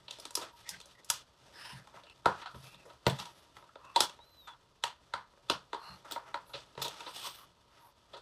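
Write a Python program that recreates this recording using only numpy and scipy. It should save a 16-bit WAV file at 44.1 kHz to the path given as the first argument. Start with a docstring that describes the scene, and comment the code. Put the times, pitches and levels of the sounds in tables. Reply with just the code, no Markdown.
"""A plastic housing is handled and unscrewed on a mat-covered workbench in a small room.
From the start there is steady room noise and restless rubbing: tiny slips drive plastic, metal and bench.
Knocks and clicks soon join: short chatter makes the parts ring, and noise echoes carry on their energy.
Then come soft scuffs, strokes in which some range stands out, dull bumps and a faint falling squeak.
Later the steel shaft pings, and a thin squeak with a high partner rises and falls: gliding sines."""
import sys
import numpy as np
from scipy import signal
from scipy.fft import rfft, irfft
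from scipy.io import wavfile
from scipy.ndimage import uniform_filter1d

SR = 44100
rng = np.random.default_rng(int(sys.argv[2]) if len(sys.argv) > 2 else 0)


def field_ratio(decibels):
    """Amplitude ratio for a level in dB (20 dB per decade); scalars and array-likes work."""
    return 10 ** (np.asarray(decibels, dtype=float) / 20)


def waveform_to_disk(signal):
    """Save audio, clipped to [-1, 1], as 16-bit WAV at the path in sys.argv[1]."""
    frames = np.transpose(np.atleast_2d(signal))
    scaled = np.clip(frames, -1, 1) * 32767
    samples = np.round(scaled).astype(np.int16)
    wavfile.write(sys.argv[1], SR, samples)


N = 362061


def rms_one(x):
    """Scales a sound to an rms (average strength) of 1."""
    return x / np.sqrt(np.mean(x ** 2) + 1e-30)


def at_hz(points, hz):
    """Reads a table on a log-frequency axis."""
    table_hz, values = np.transpose(points)
    return np.interp(np.log(hz), np.log(table_hz), values)


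def band(x, low_hz, high_hz):
    """Keeps the range between two frequencies (Butterworth band-pass)."""
    return signal.sosfilt(signal.butter(2, [low_hz, high_hz], "band", fs=SR, output="sos"), x + 1e-18)


def ring(x, hz, width_hz):
    """A resonance: a unit click starts a dying sine of height 1; a wider one dies sooner."""
    r = np.exp(-np.pi * width_hz / SR)
    w = 2 * np.pi * hz / SR
    return signal.lfilter([0, np.sin(w)], [1, -2 * r * np.cos(w), r * r], x + 1e-18)


def drift(rate_hz):
    """Slow random wandering with an rms of 1."""
    r = np.exp(-2 * np.pi * rate_hz / SR)
    wander = signal.lfilter([1], [1, -2 * r, r * r], rng.standard_normal(N + SR))
    return rms_one(wander[SR:])   # the first second only settles the filter


def swell(start, length, peak_at, sharpness):
    """A stroke grows to 1 at a share of its length, then fades."""
    done = np.clip((np.arange(N) / SR - start) / length, 0, 1)
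    return np.sin(np.pi * done ** (np.log(0.5) / np.log(peak_at))).clip(0) ** sharpness


def strike(s, level_db, contact_ms, modes, span, mode_spread_db):
    """Each contact builds up, chatters for a few ms and drives every mode with a strength of its own."""
    low_hz, high_hz, broad_db, _ = span
    age = np.arange(SR // 5)
    chance = rng.standard_normal((len(s), len(age) + len(modes)))
    phase = age / (contact_ms * SR / 1000)
    chatter = chance[:, len(modes):] * phase * np.exp(-phase)
    modes_total = np.sqrt(sum(field_ratio(db) ** 2 for _, _, db in modes))
    blow = chatter * field_ratio(broad_db) * modes_total * 300 / np.sqrt(high_hz - low_hz)
    for k, (hz, width_hz, db) in enumerate(modes):
        blow = blow + field_ratio(db + mode_spread_db * chance[:, [k]]) * ring(chatter, hz, width_hz)
    blow = band(band(blow, low_hz, high_hz), low_hz, high_hz)
    # the loudest 9 ms get an rms of half the given level
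    loudest = np.sqrt(uniform_filter1d(blow ** 2, size=400).max(axis=1))
    blow = blow * (field_ratio(level_db) / loudest / 2)[:, None]
    where = np.round(s * SR).astype(int)[:, None] + age
    return np.bincount(where.ravel(), blow.ravel(), N + SR)[:N]


# colour of the room noise: f/Hz, relative level/dB
AIR_COLOUR = [(15, -25.5), (25, 3), (64, 12), (277, -7), (560, -1.5), (641, -7), (796, -17.5), (988, 3),
              (2000, -17.5), (4370, -7.5), (8140, -33.5), (8830, -32.5), (10100, -26.5), (11000, -32.5),
              (16000, -31)]


def air(level_db=-72):
    """Steady room tone: noise shaped to a fixed spectrum."""
    hz = np.maximum(np.arange(N // 2 + 1) * SR / N, 1)
    spectrum = rfft(rng.standard_normal(N)) * field_ratio(at_hz(AIR_COLOUR, hz))
    return field_ratio(level_db) * rms_one(irfft(spectrum, N))


def slips(grain_per_s=2300.0, grain_db=1.5, slip_db=2.0):
    """Dense tiny slips of uneven size and random sign, with some noise, wavering in strength."""
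    sizes = field_ratio(grain_db * np.minimum(rng.exponential(1, N), 5)) * rng.choice([-1, 1], N)
    grains = rms_one(sizes * (rng.random(N) < grain_per_s / SR))
    return (grains + 0.8 * rng.standard_normal(N)) * field_ratio(slip_db * drift(22.0))


# rubbing strokes: start t/s, length t/s, housing level/dB, scratch level/dB, skin hiss level/dB
RUB_STROKES = [(0.042, 0.29, -62.5, -57.5, -77), (0.309, 0.24, -52, -53.5, -75),
               (0.504, 0.19, -68, -63.5, -76), (0.608, 0.23, -61, -54, -76), (0.837, 0.15, -70, -62, -78),
               (1.057, 0.19, -65, -51.5, -84.5), (1.48, 0.39, -58.5, -54.5, -68),
               (1.87, 0.24, -61, -68.5, -84), (2.226, 0.28, -54.5, -58, -77.5),
               (2.46, 0.36, -63.5, -60, -69), (2.837, 0.14, -67, -78, -84), (3.07, 0.28, -56.5, -55, -69.5),
               (3.243, 0.26, -70, -68, -75), (3.527, 0.14, -65.5, -69, -77),
               (3.834, 0.37, -62.5, -64, -77.5), (4.15, 0.23, -73.5, -83.5, -89),
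               (5.5, 0.13, -66, -63, -89.5), (5.734, 0.31, -59.5, -62, -72), (6.018, 0.21, -55, -58.5, -77),
               (6.2, 0.16, -57, -68, -85), (6.497, 0.18, -58.5, -55, -79), (6.742, 0.24, -51.5, -51.5, -73),
               (6.894, 0.22, -53.5, -53, -71), (7.014, 0.4, -55, -46, -59.5),
               (7.298, 0.18, -62.5, -59, -66), (7.622, 0.32, -65.5, -68, -84.5)]
# hands never lie still: level/dB of bench, hollow, shell, scratch, bright scratch, skin hiss
RESTING_LEVELS = [-76, -75, -74.5, -74, -81, -90]
# how much the hands fidget between strokes: t/s, level/dB re resting
FIDGETING = [(0, 4.5), (0.5, 1), (1.051, 4), (1.3, 1), (1.5, 6.5), (2.2, 2), (2.6, 4.5), (3.4, 4.5),
             (3.7, 1.5), (4.4, 2), (4.6, -0.5), (5.7, 1), (6.0, 4.5), (6.7, 4.5), (7.0, 0), (7.5, 0),
             (8.21, 0.5)]


def stroke_gains(bench_db=-14.5, hollow_db=-7, bright_db=-9):
    """Gain of each body in time: the resting hands plus all strokes, added as power."""
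    start, length, housing_db, scratch_db, hiss_db = np.transpose(RUB_STROKES)
    # bench and hollow are set relative to the housing, the bright scratch relative to the scratch
    db = np.array([housing_db + bench_db, housing_db + hollow_db, housing_db,
                   scratch_db, scratch_db + bright_db, hiss_db])
    swells = np.array([swell(s, d, 0.5, 1.93) for s, d in zip(start, length)])
    fidget_db = np.interp(np.arange(N) / SR, *np.transpose(FIDGETING))
    resting = field_ratio(np.array(RESTING_LEVELS)[:, None] + fidget_db)
    return np.sqrt(resting ** 2 + field_ratio(db) ** 2 @ swells ** 2)


# resonances of the bench top, the hollow housing, its shell, the metal parts, their bright edge
# and the top fizz, each: f/Hz, width f/Hz, relative level/dB
BENCH_MODES = [(79, 11, -7.5), (132.3, 12, 2.5), (180.4, 11, -4)]
HOLLOW_MODES = [(305.6, 84, -13.5), (472, 56, -2.5), (571, 31, 1.5), (643, 78, 4.5)]
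SHELL_MODES = [(859, 32, 0), (945, 33, 4), (1010, 11, -7.5), (1070, 16, -12.5), (1316, 150, 4.5),
               (1302.5, 40, -0.5), (1494, 570, 8), (1840, 100, -8), (2015, 150, -4.5)]
METAL_MODES = [(2704, 100, 12), (3027, 600, -3), (3400, 150, -16), (3764, 397, 30), (3770, 89, -6),
               (4300, 250, -22.5), (4230, 120, -6.5)]
BRIGHT_MODES = [(5150, 150, 1), (5790, 130, -9.5), (6380, 260, -9), (7070, 140, -6), (7620, 340, -11.5),
                (8195, 290, 1.5)]
TOP_MODES = [(10300, 2400, 6.5), (11300, 2300, -1), (11700, 590, -17.5)]
# ranges these bodies and, last, the steel shaft fill:
# low f/Hz, high f/Hz, broad part relative level/dB when hit, the same when rubbed
BODY_RANGES = [(60, 337, -6, 1.5), (278, 682, -10.5, 1), (827, 2960, -9, -8), (2310, 5280, -14, 3.5),
               (5000, 8500, 0.5, 12), (9100, 12400, 6.5, -1.5), (13000, 14200, -10, -15.0)]
BENCH_RANGE, HOLLOW_RANGE, SHELL_RANGE, METAL_RANGE, BRIGHT_RANGE, TOP_RANGE, SHAFT_RANGE = BODY_RANGES


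def rubbing(slipping):
    """Fingers and tool rub: the tiny slips drive the resonances and broad range of every body."""
    bodies = [BENCH_MODES, HOLLOW_MODES, SHELL_MODES, METAL_MODES, BRIGHT_MODES, TOP_MODES]
    out = 0
    for modes, (low_hz, high_hz, _, broad_db), gain in zip(bodies, BODY_RANGES, stroke_gains()):
        rings = sum(field_ratio(db) * np.sqrt(width_hz) * ring(slipping, hz, width_hz) for hz, width_hz, db in modes)
        broad = rms_one(band(slipping, low_hz, high_hz))
        body = rms_one(rings) + field_ratio(broad_db) * broad
        out = out + gain * rms_one(band(body, low_hz, high_hz))
    return out


def contacts(rows, slowness, crest_db=2.5):
    """One contact drives housing and metal together; each range builds up at its own pace."""
    s, shell_db, hollow_db, tick_db, bright_db = np.transpose(rows)
    # the top fizz follows the bright edge, more so for bright contacts
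    fizz_db = tick_db + (1 + 0.38) * bright_db - 8.5
    metal = strike(s, tick_db, 1.2 * slowness, METAL_MODES, METAL_RANGE, 0.83)
    hollow = strike(s, shell_db + hollow_db, 1.6 * slowness, HOLLOW_MODES, HOLLOW_RANGE, 3.5)
    shell = strike(s, shell_db, 1.4 * slowness, SHELL_MODES, SHELL_RANGE, 3.0)
    edge = strike(s, tick_db + bright_db, 1.2 * slowness, BRIGHT_MODES, BRIGHT_RANGE, 1.4)
    fizz = strike(s, fizz_db, 1.5 * slowness, TOP_MODES, TOP_RANGE, 3.4)
    return shell + field_ratio(crest_db) * (metal + hollow + edge + fizz)


SCUFF_SLOWNESS = 5.8   # contact time re a contact of slowness 1
# knocks and clicks: t/s, shell level/dB, hollow ring level/dB re shell,
# metal tick level/dB, bright edge level/dB re the tick
KNOCK_ROWS = [(0.081, -50, -9, -39, -28), (0.108, -50.5, -8, -34.5, -8.5), (0.185, -50.5, 1, -53, -2),
              (0.198, -59, -13, -47.5, 3.5), (0.252, -42.5, -8.5, -37.5, -4.5), (0.263, -51, -14, -58, 0),
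              (0.306, -50, -10, -48, 1.5), (0.352, -40.5, -13, -32.5, 7.5), (0.372, -36, -3, -39, -2),
              (0.69, -49.5, -28, -36.5, 4), (0.801, -52, -9, -47, -4), (0.812, -64, -8, -45, -7),
              (0.856, -61, 1, -61, 7.5), (1.045, -66, -12, -58.5, 8), (1.1, -28.5, -20, -25, 5),
              (1.872, -49, -15, -57.5, -4), (1.94, -51, -2.5, -68, -7), (1.971, -44.5, -18, -65, -10),
              (2.035, -63, 6, -49.5, -17), (2.067, -55, -7, -57, -15), (2.097, -59.5, -5, -51.5, -13),
              (2.257, -15, -8, -27, -10), (2.458, -33, -29, -42.5, -17), (2.544, -46.5, -3.5, -54, -15),
              (2.744, -58, -7, -48, -17), (3.065, -19, -2, -23, -9), (3.097, -42, -20, -34.5, -5.5),
              (3.198, -40.5, -18, -36, -6), (3.254, -49, -21, -45, -4.5), (3.567, -44.5, -13, -50.5, -12),
              (3.624, -50.5, -7.5, -65, -16), (3.689, -52, -22.5, -67, -5),
              (3.755, -43.5, -3.5, -50.5, -17), (3.849, -50.5, -9, -59, -4), (3.96, -19, -13.5, -19, -12),
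              (4.004, -22, -10, -16.5, -2.5), (4.095, -46.5, -8.5, -43, -9),
              (4.189, -51, -8.5, -61.5, -15.5), (4.534, -55.5, -20, -60, -22), (4.837, -25, -15, -23, -8.5),
              (5.136, -25, -17.5, -32.5, -14.5), (5.19, -49, -18, -67, -12), (5.335, -59, -3.5, -71, -8),
              (5.374, -57, -3.5, -74, -8), (5.498, -21, -7.5, -20.5, -9), (5.73, -29, -10.5, -37, -15.5),
              (5.744, -38, -4.5, -41.5, -14), (6.11, -40, -11, -39, -5.5), (6.12, -44, -2.5, -32.5, -6),
              (6.16, -31.5, -9.5, -47.5, -16), (6.342, -26.5, -15, -35.5, -16),
              (6.751, -54, -1, -54, -14.5), (6.776, -38, -2.5, -44.5, -15), (6.818, -36, -7.5, -34, -12),
              (6.88, -56, -13, -36, -4.5), (7.005, -40, -17, -39.5, -12)]


def knocks(lead_s=0.014, lead_db=-31):
    """Parts knock and the bit clicks; a faint, soft build-up of noise comes 14 ms before each."""
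    lead_ins = np.array(KNOCK_ROWS) + [-lead_s, lead_db, 0, lead_db, 0]
    return contacts(KNOCK_ROWS, 0.98) + contacts(lead_ins, SCUFF_SLOWNESS)


# how long the echoes take to fall by 60 dB: f/Hz, decay t/s
ECHO_DECAY = [(100, 0.063), (500, 0.18), (1500, 0.26), (4000, 0.21), (10000, .16)]


def room(x, flutter_db=1.2):
    """Dense echoes from bench, shelves and walls: in each band, noise carries the dying energy."""
    white = rng.standard_normal((2, N))
    edges = 80 * 2 ** np.arange(0, 7.7, 0.28)
    out = 0
    for k, (low_hz, high_hz) in enumerate(zip(edges, edges[1:])):
        decay_s = at_hz(ECHO_DECAY, np.sqrt(low_hz * high_hz))
        r = field_ratio(-120 / (decay_s * SR))   # for energy, so twice the 60 dB
        energy = signal.lfilter([1 - r], [1, -r], band(x, low_hz, high_hz) ** 2 + 1e-24)
        out = out + np.sqrt(energy) * rms_one(band(white[k % 2], low_hz, high_hz))
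    return out * field_ratio(flutter_db * drift(32.0))


# soft, grainy scuffs: t/s, shell level/dB, hollow ring level/dB re shell,
# metal tick level/dB, bright edge level/dB re the tick
SCUFF_ROWS = [(0.411, -40, -7, -41.5, -6.5), (2.415, -42, -28, -48, -23), (2.458, -57, -23, -49.5, -22),
              (2.85, -54.5, 4, -67, 3), (2.894, -50, -3.5, -56, -13), (3.184, -40, -20, -40.5, -8),
              (4.47, -42, -21.5, -51, -8.5), (6.044, -46, -8, -61.5, -2), (6.49, -53, -10, -61, -5),
              (6.534, -42.5, -0.5, -38, -21), (6.814, -43.5, -6, -34.5, -3), (6.842, -41.5, -1, -33, -9),
              (6.994, -64, 4, -52.5, -4), (7.06, -40.5, -6, -41, -24), (8.132, -45, -1, -47, -16),
              (8.165, -51.5, -7, -50.5, -12)]


def scuffs():
    """The same bodies as for knocks, driven by a longer chatter."""
    return contacts(SCUFF_ROWS, SCUFF_SLOWNESS)


# ranges, narrow as a tone or wide as skin hiss, that stand out during one stroke:
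# start t/s, length t/s, f/Hz, width f/Hz, level/dB
STROKE_RANGES = [(0.503, 0.082, 945, 80, -69), (0.495, 0.18, 11700, 1800, -73.5),
                 (0.636, 0.16, 2000, 350, -51), (0.695, 0.08, 1570, 120, -52.5),
                 (0.937, 0.086, 1950, 150, -62), (1.524, 0.26, 5150, 348, -54),
                 (1.524, 0.33, 1580, 610, -53.5), (1.575, 0.21, 2960, 600, -54),
                 (1.63, 0.15, 1010, 147, -54.5), (1.563, 0.25, 9820, 700, -64.5),
                 (2.051, 0.091, 2800, 450, -60), (2.41, 0.19, 1280, 150, -60), (2.59, 0.28, 2680, 250, -63),
                 (3.18, 0.13, 945, 60, -59), (3.75, 0.28, 1110, 249, -59.5), (3.82, 0.15, 2680, 200, -64),
                 (5.78, 0.2, 1120, 493, -56.5), (5.781, 0.2, 4200, 278, -56),
                 (5.82, 0.15, 2880, 250, -60.5), (6.45, 0.1, 11300, 2500, -65),
                 (7.047, 0.35, 8300, 250, -57.5), (7.05, 0.5, 3270, 600, -75), (7.1, 0.18, 5630, 497, -66),
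                 (7.09, 0.37, 14300, 2500, -64), (7.227, 0.11, 1090, 251, -52.5),
                 (7.374, 0.093, 1160, 248, -61.5), (7.778, 0.15, 11600, 1870, -70.5),
                 (7.798, .12, 1010, 300, -64)]


def stroke_ranges(slipping):
    """In some strokes one range of the slips, narrow or wide, stands out, swelling and fading."""
    out = 0
    for start, length, hz, width_hz, db in STROKE_RANGES:
        part = rms_one(band(slipping, hz - width_hz / 2, hz + width_hz / 2))
        out = out + field_ratio(db) * swell(start, length, 0.48, 1) * part
    return out


# mean faint tick: shell level/dB, hollow level/dB re shell, tick level/dB, bright edge level/dB re tick
FAINT_LEVELS = [-68, 2, -63.5, -15]


def faint_ticks(per_s=1.5, spread_db=3.0):
    """Faint contacts at random moments, each with levels of its own."""
    chance = rng.random((40, 5))
    s = np.cumsum(-np.log(chance[:, 0]) / per_s)
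    levels = np.array(FAINT_LEVELS) + spread_db * (2 * chance[:, 1:] - 1)
    return contacts(np.column_stack([s, levels])[s < N / SR], 1)


# dull bumps of the bench top: t/s, level/dB, contact t/ms
BENCH_BUMPS = [(0.7, -54, 15), (1.1, -53, 8), (1.714, -44, 15), (2.258, -32, 0.58), (2.535, -42.5, 10.5),
               (2.627, -51, 5), (2.742, -58, 3.6), (3.065, -21, 0.55), (3.195, -45.5, 2), (3.963, -55, .8),
               (4.001, -46, 2.6), (4.838, -56.5, .8), (5.135, -50, 2.8), (5.499, -42, 0.72),
               (5.89, -47.5, 9.3), (6.537, -51.5, 3.5), (6.772, -44, 2.7), (6.824, -49, 4.9)]


def bumps():
    """Contacts set the low resonances of the bench top ringing."""
    s, level_db, contact_ms = np.transpose(BENCH_BUMPS)
    return strike(s, level_db, contact_ms[:, None], BENCH_MODES, BENCH_RANGE, 2.1)


# a faint falling squeak: t/s, f/Hz, level/dB
EARLY_SQUEAK = [(0.76, 4300, -74), (0.81, 4140, -67), (0.865, 3850, -66)]
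# a thin squeak as the screw starts to turn, and its high partner: t/s, f/Hz, level/dB
SCREW_SQUEAK = [(4.19, 3599, -74), (4.208, 3808, -60), (4.234, 3932, -60), (4.258, 4070, -70.5),
                (4.366, 4040, -71), (4.402, 3905, -59), (4.474, 3540, -63), (4.534, 3380, -59),
                (4.55, 3363, -77)]
HIGH_SQUEAK = [(4.236, 12050, -89), (4.27, 12600, -82), (4.32, 12820, -75), (4.36, 13100, -78),
               (4.406, 12800, -75), (4.45, 12220, -75), (4.485, 11300, -78)]


def squeak(rows, waver_db=2.5):
    """A near sine whose pitch glides from point to point and whose level wavers."""
    s, hz, db = np.transpose(rows)
    t = np.arange(N) / SR
    edges = np.clip(np.minimum(t - s[0], s[-1] - t) / 0.012, 0, 1)
    glide_hz = uniform_filter1d(np.interp(t, s, hz), size=1500)
    tone = np.sqrt(2) * np.sin(2 * np.pi * np.cumsum(glide_hz) / SR)
    return edges * field_ratio(np.interp(t, s, db) + waver_db * drift(30.7)) * tone


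# resonances of the steel shaft: f/Hz, width f/Hz, relative level/dB
SHAFT_MODES = [(13850, 120, 4), (14500, 100, 12), (14800, 120, 6)]
# when the shaft pings: t/s, level/dB
SHAFT_PINGS = [(3.0749, -40), (6.1125, -42), (6.122, -46), (6.8214, -36), (6.8474, -51), (6.8788, -53)]


def pings():
    """Short contacts set the very high resonances of the steel shaft ringing."""
    s, level_db = np.transpose(SHAFT_PINGS)
    return strike(s, level_db, 1.2, SHAFT_MODES, SHAFT_RANGE, 2.0)


def scene():
    """All layers together, alike in both channels but for the highest treble."""
    hits = knocks() + scuffs() + faint_ticks() + bumps() + pings()
    slipping = slips()
    mid = hits + field_ratio(-5) * room(hits) + rubbing(slipping) + stroke_ranges(slipping)
    mid = mid + squeak(EARLY_SQUEAK) + squeak(SCREW_SQUEAK) + squeak(HIGH_SQUEAK)
    # an inverted bounce off a nearby surface ripples the treble
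    echo_ms, echo_db, echo_hz = 1.6, -17.5, 2270
    bounce = np.roll(band(mid, echo_hz, 12000), round(echo_ms * SR / 1000))
    mid = mid - field_ratio(echo_db) * bounce + air()
    # the highest treble, delayed, is added left and subtracted right
    side_hz, side_db, side_lag_ms = 12300, -3, 0.7
    side = mid
    for _ in range(3):   # three passes make the band steep
        side = band(side, side_hz, 17500)
    side = field_ratio(side_db) * np.roll(side, round(side_lag_ms * SR / 1000))
    return np.array([mid + side, mid - side])


def top_cut(x):
    """Nothing passes above the cut-off."""
    return signal.sosfilt(signal.butter(12, 16500, fs=SR, output="sos"), x)


# colour of the microphone and its nearby surfaces, on every sound: f/Hz, width f/Hz, level/dB
MIC_PEAKS = [(945, 89, 5), (1300, 40, -2), (2240, 310, -5), (3734, 380, -4), (4200, 58, 1.5),
             (5150, 83, -1.5), (7140, 400, -4), (8670, 83, 9), (8600, 880, -1.5), (10300, 270, 3.5)]


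def record(dry):
    """Peaks and dips of the microphone, then a steep cut of the top."""
    for hz, width_hz, db in MIC_PEAKS:
        w, a, g = 2 * np.pi * hz / SR, np.pi * width_hz / SR, field_ratio(db / 2)
        boosted = [1 + a * g, -2 * np.cos(w), 1 - a * g]
        dry = signal.lfilter(boosted, [1 + a / g, -2 * np.cos(w), 1 - a / g], dry)
    mix = signal.sosfilt(signal.cheby2(12, 60, 16100, fs=SR, output="sos"), dry)
    return top_cut(mix)


dry = scene()
out = record(dry)
waveform_to_disk(out)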